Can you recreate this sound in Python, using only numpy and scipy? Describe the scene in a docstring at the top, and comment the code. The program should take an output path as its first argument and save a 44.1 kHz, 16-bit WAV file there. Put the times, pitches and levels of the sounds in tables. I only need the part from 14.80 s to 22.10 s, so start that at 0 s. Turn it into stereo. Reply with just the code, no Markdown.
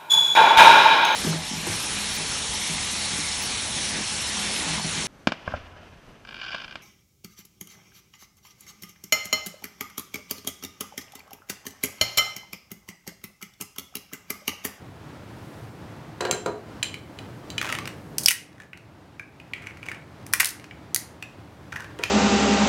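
"""In a small room, at a wooden table with a cutting board, walnuts are cracked in a metal cup nutcracker.
The tool bumps and clinks as it is picked up: table and metal are sums of dying sine waves.
Nuts knock and rub in the cup, then break in short runs: noise bursts and clicks ring a hollow shell filter.
Steady room noise, hiss and rustle are shaped noise; each contact gets a board reflection and a room tail.
A gain control turns the sound down after the loudest cracks and lets the room noise creep back."""
import sys
import numpy as np
from scipy import signal
from scipy.fft import rfft, irfft
from scipy.io import wavfile
from scipy.ndimage import uniform_filter1d

SR = 44100
rng = np.random.default_rng(int(sys.argv[2]) if len(sys.argv) > 2 else 0)


def transcribe(signal):
    """Save signal, clipped to [-1, 1], as a 16-bit WAV file at the path in sys.argv[1]."""
    frames = np.atleast_2d(signal).T
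    limited = np.clip(frames, -1, 1)
    pcm = np.round(limited * 32767).astype(np.int16)
    wavfile.write(sys.argv[1], SR, pcm)


N = 321930

# steady room noise: (frequency [Hz], relative level per Hz [dB])
AIR_COLOUR = [(25, -37.5), (50, -15.5), (80, -4), (108, 1), (190, -5.5), (255, -9), (305, -4), (355, -9.5),
              (480, -13), (750, -13.5), (1400, -18.5), (2600, -26), (5000, -33), (9000, -42.5),
              (16000, -50.5)]
# stereo width of that noise: (frequency [Hz], side minus mid [dB], left minus right [dB])
AIR_WIDTH = [(60, -4.5, 12), (107.7, -3, 12), (200, -6.5, -1.5), (380, -6, -5), (700, -0.5, -3.5),
             (2400, -1.5, -1)]
# the arms reach across: (middle [s], time from the middle to 1/e [s], high hiss [dB], low rustle [dB])
ARM_REACHES = [(0.73, 0.27, -60, -52.5), (3.098, 1, -62.5, -43.5)]
# colour of the low rustle: (frequency [Hz], relative level per Hz [dB])
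RUSTLE_COLOUR = [(30, -30), (80, -6), (160, -1), (300, -6), (600, -12.5), (2000, -37.5), (16000, -74)]
# the cracker bumps the table: (time [s], level [dB], upper corner of the blow [Hz])
TABLE_BUMPS = [(1.406, -22.5, 1800), (1.4511, -21.5, 2010), (1.495, -24, 453), (1.5106, -25, 3020),
               (1.6604, -19, 950), (7.194, -29.5, 1350)]
# ringing modes of the table top: (frequency [Hz], strength [dB], time to fall 60 dB [s])
TABLE_MODES = [(187, -3, 0.02), (356.4, -0.5, 0.086), (423.4, 0, 0.21), (510, 0, 0.037), (648, -4.5, 0.088),
               (717, -2, 0.12), (956, -5.5, 0.15), (1180, 0, 0.015), (1410, -1.5, 0.042), (1605, 0, 0.039),
               (1850, -4, 0.08), (2370, -25, .03)]
# jaws and hinge clink: (time [s], level [dB], centre of the modes that the blow favours [Hz])
JAW_CLINKS = [(1.4085, -26, 4000), (1.4514, -29.5, 3740), (1.511, -17.5, 6900), (1.6611, -32, 5270),
              (2.0284, -20, 2630), (2.0307, -24, 8000), (2.1417, -30, 2370), (2.3884, -36, 2820),
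              (2.7026, -33, 5040), (2.7805, -21.5, 2700)]
# modes of the cracker ringing freely: (frequency [Hz], strength [dB], time to fall 60 dB [s])
METAL_MODES = [(2200, 7.5, 0.038), (2417, 5, 0.1), (3010, 9.5, 0.044), (3160, 4.5, 0.021),
               (4110, 1.5, 0.19), (4018, 10.5, 0.053), (4654, 2.5, 0.089), (5300, -24, 0.022),
               (6290, 2.5, 0.022), (7190, 5, 0.033), (7510, 5, 0.074), (8520, -8, 0.049), (9080, -3, 0.046),
               (11300, -19, .02)]
# a nut rubs round in the cup: (start [s], end [s], level [dB], shell ring [Hz], scratch against ring [dB])
CUP_RUBS = [(2.799, 2.993, -40, 1180, 2), (3.722, 3.86, -58, 1830, 2.5), (4.731, 4.951, -49, 2130, -4),
            (4.962, 5.159, -51, 2060, 2.5), (5.594, 5.64, -34.5, 1446, 5.5),
            (6.921, 7.047, -44, 1584, -2.5), (7.183, 7.321, -49, 2030, 2.5)]
# clear knocks of a nut on the cup: (time [s], shell ring level [dB], ring [Hz], contact tick level [dB])
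NUT_KNOCKS = [(2.8145, -28, 2220, -21.5), (2.874, -30, 1620, -33), (2.925, -25.5, 2210, -22),
              (2.951, -30, 2350, -27), (3.0558, -37, 2250, -33), (3.075, -39, 2800, -28),
              (3.801, -28.5, 1755, -37.5), (3.932, -25, 2130, -41.5), (4.3956, -27, 2330, -34.5),
              (4.3975, -28.5, 1650, -50), (4.6003, -36.5, 2480, -42.5), (4.7351, -20.5, 2280, -28),
              (4.8698, -25.5, 2200, -35.5), (5.0294, -31, 2290, -41), (5.0639, -38, 2400, -34.5),
              (5.086, -24.5, 2230, -30), (5.116, -29, 1800, -28), (5.9101, -31, 2275, -51.5),
              (6.4253, -27, 2470, -29.5), (6.926, -31, 1570, -33.5), (6.9615, -24.5, 1750, -30.5),
              (7.237, -25.5, 2420, -18)]
# colour of dry shell touching metal: (frequency [Hz], response [dB])
TICK_COLOUR = [(150, -15), (500, -9), (1400, 1.5), (2500, 5.5), (4000, -6.5), (6000, -7), (9000, -13),
               (13000, -19.5), (16000, -23)]
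# loose shell ticks on the cup after a nut has broken: (start [s], end [s], tick level [dB])
CRUMB_SPANS = [(3.62, 4.101, -39.5), (5.78, 5.86, -36.5)]
# separately timed fractures, faint to loud; longer tears shed more splinters:
# (time [s], snap level [dB], shell ring level [dB], ring [Hz], tear, time to fall to 1/e [ms])
SHELL_CRACKS = [(3.3826, -15, -33, 3300, 2.4), (3.433, -25, -40, 4560, 7.9), (3.4594, -10.5, -7, 4770, 1.6),
                (3.4836, -3, -5.5, 2830, 3.4), (3.5074, -6, -9.5, 2100, 4.7),
                (5.4653, -33.5, -42, 2330, 1.7), (5.5282, -27.5, -49, 4500, 3.3),
                (5.5359, -8.5, -12, 2000, 1.6), (5.5993, -16, -19, 2270, 0.84),
                (5.6018, -11, -10, 2470, 2.3), (5.606, -9.5, -14.5, 2030, 3),
                (5.6459, -12.5, -17.5, 3780, 1.3), (5.6562, -11.5, -23, 4640, 3.7),
                (5.6883, -19.5, -42, 2330, 3.2), (6.146, -7.5, -28.5, 3080, 0.74),
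                (6.1612, -12.5, -22.5, 1950, 0.85)]
# the jaws bear down between these fractures and the shell crackles: (start [s], end [s], snap level [dB])
JAW_SQUEEZES = [(3.473, 3.504, -22), (5.61, 5.63, -31)]
# bright colour of a fracture: (frequency [Hz], response [dB])
SNAP_COLOUR = [(200, -26), (700, -23.5), (1500, -16.5), (3000, -18), (4500, -2.5), (6000, 0.5), (7400, -3),
               (9000, 1.5), (12000, -2.5), (14500, -6), (16000, -11)]
# hollow shell modes: (multiple of ring pitch, undamped width as share of mode pitch, strength [dB])
SHELL_MODES = [(0.561, .14, -12), (0.742, 0.15, -5.5), (.88, .09, -0.5), (1, 0.094, 15), (1.13, .1, -21.5),
               (1.499, .2, -14.5)]
# how the room dies away: (frequency [Hz], time to fall 60 dB [s])
ROOM_DECAY = [(300, 0.42), (1300, 0.41), (3500, 0.35), (9000, 0.29), (16000, 0.18)]

HIT_SIZE, ROOM_SIZE = 8192, 16384  # lengths of one hit and of the room tail [samples]
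AGE = np.arange(HIT_SIZE) / SR  # time since a hit [s]
TIME = np.arange(N) / SR  # time in the scene [s]
SIDES = np.array([[1], [-1]])  # signs of the left and right channels
TOP_HZ = 15800  # nothing much is left above this
LIFT_S = 1.6  # the cracker leaves the table [s]
LYING_RING, HELD_RING = 0.44, 0.4  # share of the free ring time, on the table and in the hand
REST_HISS_DB, REST_RUSTLE_DB = -66.5, -52.5  # what stays between the reaches


def undb(db):
    """Turn decibels into gain."""
    return 10 ** (np.asarray(db) / 20)


def level(x, db):
    """Set the average (rms) level of a sound."""
    return x * undb(db) / np.sqrt(np.mean(x ** 2))


def sized(x, db):
    """Give a hit the energy of four milliseconds at this rms level."""
    energy = np.sum(x ** 2) / len(x)
    return x * undb(db) / np.sqrt(energy / (.004 * SR))


def along(points, hz, axis=1):
    """Read a table column between its rows, on a log-frequency scale."""
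    rows = np.array(points, float)
    return np.interp(np.log(hz + 1), np.log(rows[:, 0]), rows[:, axis])


def bins(size):
    """List the frequencies of a spectrum."""
    return np.arange(size // 2 + 1) * SR / size


def colour(x, points):
    """Filter with a (frequency [Hz], response [dB]) table, without ringing ahead of the sound."""
    size = x.shape[-1]
    # folding the cepstrum forward gives the filter minimum phase
    cepstrum = irfft(np.log(undb(along(points, bins(size)))), size)
    cepstrum[1:size // 2] *= 2
    cepstrum[size // 2 + 1:] = 0
    return irfft(rfft(x) * np.exp(rfft(cepstrum)), size)


def butter(x, order, hz, kind="low"):
    """Cut a sound with a smooth low, high or band filter."""
    return signal.sosfilt(signal.butter(order, hz, kind, fs=SR, output="sos"), x)


def pair(size, side_db):
    """Stereo noise: a shared middle plus a side part of opposite sign left and right."""
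    return rng.standard_normal(size) + undb(side_db) * SIDES * rng.standard_normal(size)


def burst(ms, side_db=-9):
    """A dense run of tiny slips: noise that falls to 1/e in this many milliseconds."""
    return pair(HIT_SIZE, side_db) * np.exp(-AGE * 1000 / ms)


def slips(size, rate, grain_db):
    """Sparse tiny clicks (rate per second) of very uneven size, over a trace of smooth friction."""
    happens = rng.random(size) < rate / SR
    grains = undb(grain_db * np.minimum(rng.exponential(size=size), 3))
    return (happens * grains + 0.015) * pair(size, side_db=-9)


def scatter(start, end, spread_db, spread_octaves, count):
    """Small contacts spread unevenly over a span: (time [s], change of level [dB], pitch ratio)."""
    place, change, pitch = rng.uniform(-1, 1, (count, 3)).T
    times = start + (end - start) * (np.arange(count) + .5 + place / 2) / count
    return zip(np.minimum(times, TIME[-1]), spread_db * change, 2 ** (spread_octaves * pitch))


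def add(out, s, x):
    """Mix a sound in at a time in seconds."""
    start = int(s * SR)
    out[:, start:start + x.shape[1]] += x[:, :N - start]


def ring(modes, weight, scatter_db=2, port_phase=0.38):
    """Dying sine modes; each blow varies their strength and pitch, and their phase between channels."""
    hz, db, t60 = np.array(modes, float).T[:, :, None]
    change, detune, phase, lag = rng.standard_normal((4, len(hz), 1))
    gain = weight(hz) * undb(db + scatter_db * change) / np.sqrt(t60)
    turn = 2 * np.pi * hz * (1 + 0.0086 * detune) * AGE + np.pi * phase
    onset = 1 - np.exp(-AGE * hz * 2)
    fade = gain * np.exp(-np.log(1000) * AGE / t60) * onset
    return np.array([np.sum(fade * np.sin(turn + side * port_phase * lag), axis=0) for side in (1, -1)])


def shell(push, hz, damping=1, low_share=0.42, high_share=0.98):
    """The short hollow ring of a walnut: a few broad resonances, with little sound outside their range."""
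    size = push.shape[-1]
    f = bins(size) + 1
    response = 0
    for multiple, width, db in SHELL_MODES:
        mode_hz = hz * multiple
        response = response + undb(db) / (1 + 1j * (f / mode_hz - mode_hz / f) / (width * damping))
    return butter(irfft(rfft(push) * response, size), 2, [hz * low_share, hz * high_share], "band")


def room(x, board_ms=2.1, board_db=-12, wet_db=-4.5, build_s=0.0015):
    """A quick board reflection, then a small room's tail; the hands move, so no two tails are alike."""
    age = np.arange(ROOM_SIZE) / SR
    noise, f = rfft(pair(ROOM_SIZE, side_db=-8.0)), bins(ROOM_SIZE)
    decay = np.array(ROOM_DECAY)
    tail = 0
    # overlapping bands of noise, each with its own decay time
    for (hz, t60), own in zip(decay, np.eye(len(decay))):
        band = along(np.column_stack([decay[:, 0], own]), f)
        tail = tail + irfft(noise * band) * np.exp(-np.log(1000) * age / t60)
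    tail = tail * (1 - np.exp(-age / build_s))
    response = undb(wet_db) * tail / np.sqrt(np.sum(tail ** 2) / 2)
    response[:, 0] += 1  # the direct sound
    response[:, int(board_ms * SR / 1000)] += undb(board_db)
    return signal.fftconvolve(x, response, axes=1)


def air(db=-40.5, waver_db=1.44):
    """Steady room noise, shaped by frequency and gently wavering, its rumble mostly on the left."""
    f = bins(N)
    mid, side = rfft(rng.standard_normal((2, N)))
    width = undb(along(AIR_WIDTH, f))
    balance = undb(SIDES * along(AIR_WIDTH, f, axis=2) / 2)
    spread = (mid + SIDES * width * side) * balance / balance.mean(axis=0)
    noise = irfft(spread * undb(along(AIR_COLOUR, f)), N)
    waver = level(uniform_filter1d(rng.standard_normal(N), SR // 6), 0)
    return level(noise, db) * undb(waver_db * waver)


def swells(low_hz=4500):
    """A faint, wide hiss and a low rustle, both noise, that come and go as the arms reach across."""
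    hiss_gain, rustle_gain = undb(REST_HISS_DB), undb(REST_RUSTLE_DB)
    for s, half_s, hiss_db, rustle_db in ARM_REACHES:
        motion = np.exp(-((TIME - s) / half_s) ** 2)
        # separate noises add by energy
        hiss_gain = np.hypot(hiss_gain, motion * undb(hiss_db))
        rustle_gain = np.hypot(rustle_gain, motion * undb(rustle_db))
    hiss = butter(pair(N, side_db=1), 1, [low_hz, 14000], "band")
    rustle = colour(pair(N, side_db=-6.5), RUSTLE_COLOUR)
    return level(hiss, 0) * hiss_gain + level(rustle, 0) * rustle_gain


def rebounds(gap_s=.016, loss_db=-3.0, softening=.65, count=3):
    """Each bump rocks the cracker on the table, weaker and duller each time; rows as in TABLE_BUMPS."""
    return [(s + k * gap_s, db + k * loss_db, corner_hz * softening ** k)
            for s, db, corner_hz in TABLE_BUMPS for k in range(count)]


def thuds(contact_db=-4, low_hz=170):
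    """The table top booms and the tool chatters on it; a softer blow weakens the upper modes."""
    out = np.zeros((2, N))
    for s, db, corner_hz in rebounds():
        modes = ring(TABLE_MODES, lambda hz: 1 / (1 + (hz / corner_hz) ** 2), port_phase=0.14)
        chatter = butter(burst(ms=11.4), 2, corner_hz)
        add(out, s, room(sized(modes, db) + sized(chatter, db + contact_db)))
    return butter(out, 2, low_hz, "high")


def clinks(octaves=0.68, contact_db=-4):
    """Metal meets metal and rattles; table contact shortens its ring, and the hand a little more."""
    out = np.zeros((2, N))
    for s, db, centre_hz in JAW_CLINKS:
        ring_share = LYING_RING if s < LIFT_S else HELD_RING
        damped = np.array(METAL_MODES) * [1, 1, ring_share]
        modes = ring(damped, lambda hz: 1 / (1 + (np.log2(hz / centre_hz) / octaves) ** 2), port_phase=0.26)
        rattle = butter(colour(burst(ms=3.5, side_db=-1.5), TICK_COLOUR), 2, centre_hz * 0.59, "high")
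        add(out, s, room(sized(modes, db) + sized(rattle, db + contact_db), wet_db=-5.5))
    return out


def rubs(pitch_spread=0.2):
    """Ridges of the shell catch and slip on the cup; three points of contact ring at their own pitch."""
    out = np.zeros((2, N))
    for start, end, db, ring_hz, scratch_db in CUP_RUBS:
        size = 2 * int(max(end - start, .02) * SR / 2)
        swell = signal.windows.tukey(size, .5)  # fades in and out
        ridges = {k: slips(size, rate=170, grain_db=3) * swell for k in (-1, 0, 1)}
        body = sum(shell(push, ring_hz * (1 + k * pitch_spread), damping=4.2) for k, push in ridges.items())
        scratch = colour(sum(ridges.values()), TICK_COLOUR)
        add(out, start, room(level(level(body, 0) + level(scratch, scratch_db), db)))
    return out


def jostles(over_rub_db=9):
    """Light knocks as a rubbed nut tips from ridge to ridge; rows as in NUT_KNOCKS."""
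    rows = []
    for start, end, db, hz, scratch_db in CUP_RUBS:
        for s, change_db, ratio in scatter(start, end, spread_db=0.5, spread_octaves=0.18, count=4):
            ring_db = db + over_rub_db + change_db
            rows.append((s, ring_db, hz * ratio, ring_db + scratch_db))
    return rows


def crumbs(ring_db=-9, ring_hz=2300, count=2):
    """Bits of broken shell are too small to ring much; rows as in NUT_KNOCKS."""
    return [(s, db + change_db + ring_db, ring_hz * ratio, db + change_db)
            for start, end, db in CRUMB_SPANS
            for s, change_db, ratio in scatter(start, end, spread_db=3, spread_octaves=.15, count=count)]


def knocks():
    """Whole nuts and loose bits hit the cup: a dry tick of noise and a hollow shell ring."""
    out = np.zeros((2, N))
    for s, ring_db, hz, tick_db in NUT_KNOCKS + jostles() + crumbs():
        tick = colour(burst(ms=2.2), TICK_COLOUR)
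        body = shell(burst(ms=0.93, side_db=-15.5), hz, damping=0.72, low_share=0.72, high_share=1.38)
        add(out, s, room(sized(tick, tick_db) + sized(body, ring_db), wet_db=-5.5))
    return out


def hairlines(ring_db=-5, ring_hz=3300, tear_ms=4.0):
    """Small fractures that run through a squeezed shell; rows as in SHELL_CRACKS."""
    return [(s, db + change_db, db + change_db + ring_db, ring_hz * ratio, tear_ms)
            for start, end, db in JAW_SQUEEZES
            for s, change_db, ratio in scatter(start, end, spread_db=2, spread_octaves=.6, count=5)]


def cracks(splinter_db_per_ms=-17, splinter_s=0.018):
    """Each fracture snaps brightly and rings the split, damped shell; a longer tear sheds more splinters."""
    out = np.zeros((2, N))
    for s, snap_db, ring_db, hz, tear_ms in SHELL_CRACKS + hairlines():
        clicks = slips(HIT_SIZE, rate=660, grain_db=2) * np.exp(-AGE / splinter_s)
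        # the level is that of a 1 ms tear; the gain grows with the tear
        splinters = tear_ms * sized(clicks, splinter_db_per_ms)
        snap = colour(sized(burst(tear_ms, side_db=-1.0), 0) + splinters, SNAP_COLOUR)
        push = sized(burst(tear_ms, side_db=-14.5), 0) + splinters
        body = shell(push, hz, damping=1.5, high_share=1.7)
        add(out, s, room(sized(snap, snap_db) + sized(body, ring_db), wet_db=-8.5))
    return out


def scene():
    """Room noise and arm movement lie under the bumps, clinks, rubs, knocks and cracks."""
    work = thuds() + clinks() + rubs() + knocks() + cracks()
    return air() + swells() + work


def smooth(x, seconds):
    """Follow a signal with a simple lag."""
    keep = np.exp(-1 / (seconds * SR))
    return signal.lfilter([1 - keep], [1, -keep], x)


def record(dry, threshold_db=-20, recovery_db_per_s=3.5, sense_s=0.033, attack_s=0.0079):
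    """Gain ducks just after a loud crack and recovers slowly; peaks past full scale clip; the top is cut."""
    power = smooth(np.mean(dry ** 2, axis=0), sense_s)
    over_db = np.maximum(10 * np.log10(power + 1e-12) - threshold_db, 0)
    # a running maximum against a rising line makes the duck fall back at a steady rate
    recovered_db = recovery_db_per_s * TIME
    duck_db = np.maximum.accumulate(over_db + recovered_db) - recovered_db
    clipped = np.clip(dry * undb(-smooth(duck_db, attack_s)), -1, 1)
    return signal.sosfilt(signal.ellip(8, .2, 70, TOP_HZ, fs=SR, output="sos"), clipped)


dry = scene()
out = record(dry)
transcribe(out)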